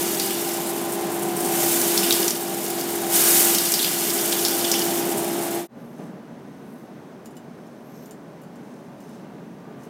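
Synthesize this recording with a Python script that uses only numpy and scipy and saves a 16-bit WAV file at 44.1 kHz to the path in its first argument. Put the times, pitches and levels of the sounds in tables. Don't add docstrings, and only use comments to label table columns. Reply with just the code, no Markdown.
import sys
import numpy as np
from scipy import signal
from scipy.fft import rfft, irfft, next_fast_len
from scipy.io import wavfile
from scipy.ndimage import map_coordinates

SR = 44100
rng = np.random.default_rng(int(sys.argv[2]) if len(sys.argv) > 2 else 0)


def transcribe(signal):
    frames = np.atleast_2d(signal).T
    limited = np.clip(frames, -1, 1)
    pcm = np.round(limited * 32767).astype(np.int16)
    wavfile.write(sys.argv[1], SR, pcm)


N = 436149

# frequency in Hz, relative level in dB.
DRONE_SPECTRUM = [(25, -54), (69, -26), (108, -17), (140, -3.5), (235, -0.5), (330, -6), (436, -7),
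                  (490, -11), (650, -11.5), (1000, -17.5), (1300, -23), (1550, -22.5), (2300, -30),
                  (4000, -37), (7000, -52)]
FIZZ_SPECTRUM = [(2500, -34), (4500, 5), (6300, 5), (9000, 0.5), (15500, -3)]
THUD_SPECTRUM = [(60, -46), (170, 2), (260, 1), (400, -5), (700, -8), (1100, -24), (1800, -23), (4000, -40),
                 (9000, -56)]
AIR_SPECTRUM = [(25, -35.5), (55, -35.5), (105, -17), (135, -7), (175, -0.5), (300, 1), (440, -4.5),
                (510, -8), (800, -3.5), (1080, -11.5), (1700, -14.5), (4000, -22), (12000, -47.5)]
SPATTER_SPECTRUM = [(2500, -24), (6500, -10), (8500, 0), (15500, -8)]
SHELL_SPECTRUM = [(600, -40.5), (1500, -14.5), (4000, -9.5), (6500, -0.5), (8300, 3), (9500, 3), (11500, 2),
                  (13500, 3.5), (15000, 2.5), (16000, -15.5)]
WALL_SPECTRUM = [(400, -33.5), (1300, -1.5), (2300, -2), (3200, -0.5), (4200, -2.5), (5500, -2),
                 (7000, -2.5), (10000, -12), (16000, -25)]

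# pitch in Hz, level in dB.
FAR_HUM_TONES = [(170.2, -57), (233.9, -53), (569.8, -61.5), (619.1, -67), (1188.6, -70), (1491.7, -72)]
MOTOR_TONES = [(167, -53.5), (197, -46.5), (387.6, -43.5), (780.6, -54), (815, -59)]

# pitch in Hz, width in Hz, relative level in dB.
THIN_RING_MODES = [(3880, 130, 0), (5400, 120, 4.5), (6170, 110, 7.5), (8670, 250, 1.5), (10700, 360, -3.5),
                   (12300, 500, -3)]
FAN_CASING_MODES = [(407.5, 18, 2), (618.6, 13, -2), (785, 14, 0.5), (958, 35, -15)]
DUCT_MODES = [(2890, 240, 4), (3420, 120, 5.5), (3617, 48, 5.5), (4320, 88, 3), (5020, 260, 7),
              (5030, 560, -14), (5540, 170, 6)]
# pitch in Hz, relative level in dB, seconds to fade by 60 dB.
TRAY_MODES = [(2920, 3.5, 0.13), (4670, -4, 0.14), (5300, -8, 0.13), (7070, 0, 0.11), (7100, -14, 0.078),
              (7140, 0, 0.13), (8130, -22, .09), (9100, -3, 0.14), (10600, -9, .08), (10900, -9, .09),
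              (12400, 0, .07), (12900, -10, .08), (13300, -13, .08), (14200, 0, 0.098)]

# time in seconds, level in dB.
FAN_LEVELS = [(0.0, -28.5), (0.01, -27.5), (0.17, -30.5), (1.68, -26.5), (2.27, -26.5), (2.3, -31.5),
              (2.61, -30), (2.66, -31), (2.81, -29), (3.51, -27), (3.69, -32), (4.85, -26.5), (5.52, -28),
              (5.55, -27.5)]
# time in seconds, then levels in dB of the second harmonic, third harmonic and motor whistle.
UPPER_TONE_LEVELS = [(0, -61, -58, -57), (.6, -43, -46, -61), (1.4, -49.5, -45, -40),
                     (2.15, -40.5, -53, -55), (2.4, -51.5, -70, -49), (3.2, -39.5, -44.5, -43.5),
                     (3.9, -48, -52.5, -54.5), (4.7, -39.5, -59, -51), (5.5, -38, -68, -55)]
# time in seconds, strength in dB.
STREAM_LEVELS = [(0.0, -26.5), (0.45, -29.0), (0.85, -35.5), (1.33, -36.5), (1.62, -23), (2.15, -23.5),
                 (2.28, -26.5), (2.39, -33.0), (2.85, -31.5), (3.09, -30.5), (3.145, -18.5), (3.29, -16.5),
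                 (3.44, -18), (3.63, -24), (4.55, -26.0), (4.92, -28.5), (5.15, -32.5), (5.58, -35.5)]
# time in seconds, level in dB.
DUCT_RING_LEVELS = [(0, -41), (.4, -44), (1.2, -56), (2.2, -33), (2.45, -43.5), (3.1, -46.5), (3.7, -34.5),
                    (4.8, -37), (5.5, -54)]

# loudest moment in seconds, spread in seconds, level in dB, pitch in Hz, width in Hz.
SOFT_HISS_SWELLS = [(5.86, .07, -66.5, 11800, 2000), (6.02, .06, -60.5, 7500, 7000),
                    (6.74, .08, -62, 11500, 6000), (7.94, .09, -63.5, 12050, 1500),
                    (8.0, 0.075, -60, 6200, 3000), (8.06, 0.044, -62, 12720, 900),
                    (8.74, 0.12, -64.5, 6200, 7000), (9.03, 0.035, -63, 6460, 7000),
                    (9.14, .06, -59.5, 4600, 5000), (9.84, 0.031, -58.5, 7000, 7000)]
# start in seconds, strength in dB, pitch in Hz.
TRAY_TOUCHES = [(7.2487, -45, 7210), (7.258, -30.5, 6810), (7.276, -50, 7610), (7.3083, -42, 8790),
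                (7.3547, -45, 13700), (7.368, -33, 6800), (7.668, -47, 7340), (8.0581, -35, 7030),
                (8.1095, -30.5, 7330), (8.417, -41, 12900), (8.4348, -42, 6820), (8.5574, -41, 7320),
                (9.0047, -40, 7030), (9.0925, -44, 7320), (9.834, -42, 7330)]
# start in seconds, level in dB.
BEAN_CLUMPS = [(.305, -37), (.66, -30), (.918, -28), (1.114, -30), (1.22, -29), (1.358, -27), (1.403, -29),
               (1.442, -27.5), (2.9, -31), (4.968, -34), (5.167, -27.5), (5.43, -33.5)]
# start in seconds, level in dB, pitch in Hz, the panel's ring in dB relative to that level.
HOPPER_KNOCKS = [(0.1979, -10.5, 4840, -17), (0.3067, -19, 2940, -15), (1.8153, -12, 5700, -19.5),
                 (1.9764, -7, 5130, -19), (2.0313, -14, 2900, -16), (2.1076, -7.5, 3730, -15.5),
                 (2.1252, -8.5, 4940, -20.5), (2.28, -9, 5600, -23), (2.3067, -11.5, 5600, -27),
                 (2.6628, -22, 5220, -26.5), (2.811, -19.5, 5230, -24.5), (3.548, -7.5, 5250, -21),
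                 (3.584, -8, 4840, -19.5), (3.6575, -15.5, 4800, -13.5), (3.72, -10.5, 6300, -21),
                 (3.7394, -8, 4900, -17), (3.793, -12.5, 3680, -13), (3.8273, -12, 4710, -16.5),
                 (3.8454, -13.5, 3630, -16.5), (4.104, -15, 5600, -21), (4.3258, -14.5, 3600, -14),
                 (4.4501, -9, 5000, -15.5), (4.4832, -12, 5600, -25), (4.6481, -14.5, 3160, -17),
                 (4.7156, -6.5, 5630, -15.5), (4.7403, -13, 3040, -13.5), (4.7927, -14.5, 5800, -25)]

THUD_START_S, THUD_DB, THUD_T60_S = 5.987, -34.5, .85
FAN_USUAL_DB, AIR_DB = -29, -6.5
BLADE_HZ, BLADE_DB, BLADE_SWING, WHISTLE_HZ = 343, -31, 1.4, 731
TRAY_DETUNE, TRAY_SCATTER_DB = .018, 3
ECHO_NEAR_S, ECHO_FAR_S, ECHO_DRIFT_S, ECHO_DB = .0012, .007, .00007, -17
SPATTER_RISE_S, SPATTER_T60_S = 0.0018, .3
CONTACT_T60_S, CHATTER_T60_S, CHATTER_DB = .007, 0.068, -7
CRACK_T60_S, CRACK_DB, RING_RISE_S, RING_T60_S = 0.033, -1, 0.0026, 0.3
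STREAM_USUAL_DB, WALL_DB, WALL_SWING = -28, -34.5, 0.85
FLUTTER_DB, FLUTTER_PER_S = -0.5, 18
CHANGE_S, TOP_HZ = 5.675, 15850


def amp(db):
    return 10 ** (np.asarray(db) / 20)


def unit(x):
    return x / np.sqrt(np.mean(x ** 2) + 1e-20)


def fade(t, t60):
    return amp(-60 * t / t60)


def curves(rows):
    times, *columns = np.transpose(rows)
    return [np.interp(np.arange(N) / SR, times, column) for column in columns]


def wobble(rate):
    return map_coordinates(rng.standard_normal(2000), [np.arange(N) * rate / SR], mode="wrap", order=2)


def noise(shape=N):
    return rng.standard_normal(shape)


def filtered(x, response):
    size = next_fast_len(len(x) + 8192)
    return irfft(rfft(x, size) * response(np.fft.rfftfreq(size, 1 / SR)), size)[:len(x)]


def coloured(x, spectrum):
    points_hz, db = np.transpose(spectrum)
    return unit(filtered(x, lambda hz: amp(np.interp(np.log(hz + 1), np.log(points_hz), db))))


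def resonated(x, modes):
    def response(hz):
        return sum((-1) ** k * amp(db) * 1j * hz * width / (pitch ** 2 - hz ** 2 + 1j * hz * width)
                   for k, (pitch, width, db) in enumerate(modes))
    return unit(filtered(x, response))


def add(track, start_s, sound):
    part = track[round(start_s * SR):][:len(sound)]
    part += sound[:len(part)]


def tones(rows, drift, waver_db):
    t = np.arange(N) / SR
    return sum(np.sqrt(2) * amp(db + waver_db * wobble(4))
               * np.sin(2 * np.pi * hz * t + drift * wobble(8.4)) for hz, db in rows)


def impacts(rate, spread_db, t60):
    chance = np.clip(rate / SR, 1e-5, 1)
    hits = rng.random(N) < chance
    energy = hits * amp(spread_db * np.clip(noise(), -2.5, 2.5)) ** 2 / chance
    decay = fade(np.arange(SR // 20) / SR, t60) ** 2
    loudness = np.sqrt(np.abs(signal.fftconvolve(energy, decay)[:N]))
    return unit(loudness * noise())


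def quiet_room():
    drone = amp(-41 + 0.47 * wobble(6.6)) * coloured(noise(), DRONE_SPECTRUM)
    hum = tones(FAR_HUM_TONES, drift=1.05, waver_db=3.5)
    hiss = amp(-71 + 2 * wobble(4)) * resonated(noise(), THIN_RING_MODES)
    fizz = amp(-66.5) * coloured(noise(), FIZZ_SPECTRUM)
    since = np.maximum(np.arange(N) / SR - THUD_START_S, 0)
    thud_gain = amp(THUD_DB) * fade(since, THUD_T60_S) * (1 - np.exp(-since / .003))
    return drone + hum + hiss + fizz + thud_gain * coloured(noise(), THUD_SPECTRUM)


def soft_hiss_swells():
    t = np.arange(N) / SR
    grains = impacts(1200, spread_db=2.5, t60=.006)
    hiss = unit(grains + amp(-7) * resonated(noise(), THIN_RING_MODES))
    return sum(amp(db) * np.exp(-.5 * ((t - peak_s) / spread) ** 2) * resonated(hiss, [(hz, width, 0)])
               for peak_s, spread, db, hz, width in SOFT_HISS_SWELLS)


def fan():
    fan_db, = curves(FAN_LEVELS)
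    blade_db = BLADE_DB + BLADE_SWING * (fan_db - FAN_USUAL_DB)
    second_db, third_db, whistle_db = curves(UPPER_TONE_LEVELS)
    air = amp(3.5) * coloured(noise(), AIR_SPECTRUM) + resonated(noise(), FAN_CASING_MODES)
    phase = 2 * np.pi * BLADE_HZ * np.arange(N) / SR + 0.23 * wobble(20) + .3 * wobble(0.91)
    blades = sum(np.sqrt(2) * amp(db + 0.5 * wobble(20)) * np.sin(harmonic * phase)
                 for harmonic, db in enumerate([blade_db, second_db, third_db], start=1))
    motor = tones(MOTOR_TONES + [(WHISTLE_HZ, whistle_db)], drift=0.93, waver_db=3.5)
    return amp(fan_db + AIR_DB) * air + blades + motor


def tray():
    track, t = np.zeros(N), np.arange(SR // 4) / SR
    mode_hz, mode_db, t60 = np.transpose(TRAY_MODES)[:, :, None]
    for start_s, db, pitch_hz in TRAY_TOUCHES:
        hz = mode_hz * (1 + TRAY_DETUNE * noise(mode_hz.shape))
        octaves_away = np.abs(np.log2(hz / pitch_hz))
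        strength = amp(mode_db + TRAY_SCATTER_DB * noise(hz.shape) - 4 * octaves_away)
        buzz = 0.048 * np.cumsum(noise((len(hz), len(t))), axis=1)
        phase = 2 * np.pi * (hz * t + rng.random(hz.shape)) + buzz
        ring = np.sum(strength * fade(t, t60) * np.sin(phase), axis=0)
        contact = fade(t, .006) + amp(-4) * fade(t, 0.11)
        tick = resonated(noise(len(t)) * contact, [(pitch_hz, 7000, 0)])
        ring_db = min(0, .5 * (db + 47)) - 3
        touch = amp(ring_db) * ring / np.abs(ring).max() + amp(1.5) * tick / np.abs(tick).max()
        add(track, start_s, amp(db - 7) * touch)
    return track


def hopper_echoes(x, count=7):
    delays = [s + ECHO_DRIFT_S * wobble(1) for s in rng.uniform(ECHO_NEAR_S, ECHO_FAR_S, count)]
    echoes = sum(map_coordinates(x, [np.arange(N) - delay * SR], order=3) for delay in delays)
    return (x + amp(ECHO_DB) * echoes) / np.sqrt(1 + count * amp(ECHO_DB) ** 2)


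def spatters():
    gain = np.zeros(N)
    for start_s, db in BEAN_CLUMPS:
        since = np.maximum(np.arange(N) / SR - start_s, 0)
        gain += amp(db) * fade(since, SPATTER_T60_S) * (1 - np.exp(-since / SPATTER_RISE_S))
    return gain * coloured(impacts(1500, spread_db=3, t60=.01), SPATTER_SPECTRUM)


def knocks():
    track, t = np.zeros(N), np.arange(SR // 3) / SR
    force = fade(t, CONTACT_T60_S) + amp(CHATTER_DB) * fade(t, CHATTER_T60_S)
    ring_gain = fade(t, RING_T60_S) * (1 - np.exp(-t / RING_RISE_S))
    for start_s, db, hz, ring_db in HOPPER_KNOCKS:
        band = [(hz, 0.67 * hz, 0)]
        clack = resonated(resonated(noise(len(t)) * force, band), band)
        crack = resonated(noise(len(t)) * fade(t, CRACK_T60_S), [(9500, 10000, 0)])
        duct_modes = [(pitch, width, level - 7 - 26 * abs(np.log2(pitch / hz)))
                      for pitch, width, level in DUCT_MODES]
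        ring = ring_gain * resonated(noise(len(t)), duct_modes + [(hz, 0.099 * hz, 0)])
        strike = clack / np.abs(clack).max() + amp(CRACK_DB) * crack / np.abs(crack).max()
        add(track, start_s, amp(db) * (strike + amp(ring_db) * ring))
    return track


def beans():
    stream_db, = curves(STREAM_LEVELS)
    duct_db, = curves(DUCT_RING_LEVELS)
    surge_db = stream_db - STREAM_USUAL_DB
    density = amp(0.87 * surge_db)
    shell_db = stream_db + FLUTTER_DB * wobble(FLUTTER_PER_S) / density
    wall_db = WALL_DB + WALL_SWING * surge_db
    far = impacts(1300 * density, spread_db=3.5, t60=.005)
    near = impacts(110 * density, spread_db=1.5, t60=0.04)
    smear = noise()
    shells = coloured(far + amp(1) * near + amp(3) * smear, SHELL_SPECTRUM)
    walls = coloured(impacts(3500, spread_db=1.5, t60=.008) + amp(3.5) * noise(), WALL_SPECTRUM)
    duct = resonated(impacts(500, spread_db=10, t60=.03), DUCT_MODES)
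    return amp(shell_db) * shells + amp(wall_db) * walls + amp(duct_db) * duct


def scene():
    machine = fan() + hopper_echoes(beans() + spatters()) + knocks()
    sorting = quiet_room() + tray() + soft_hiss_swells()
    since = np.arange(N) / SR - CHANGE_S
    fade_out = np.clip(-since / .1, 0, 1)
    fade_in = np.clip(since / .11, 0, 1)
    mono = fade_out * machine + fade_in * sorting
    return np.array([mono, mono])


def record(dry):
    return np.array([filtered(channel, lambda hz: hz < TOP_HZ) for channel in dry])


dry = scene()
out = record(dry)
transcribe(out)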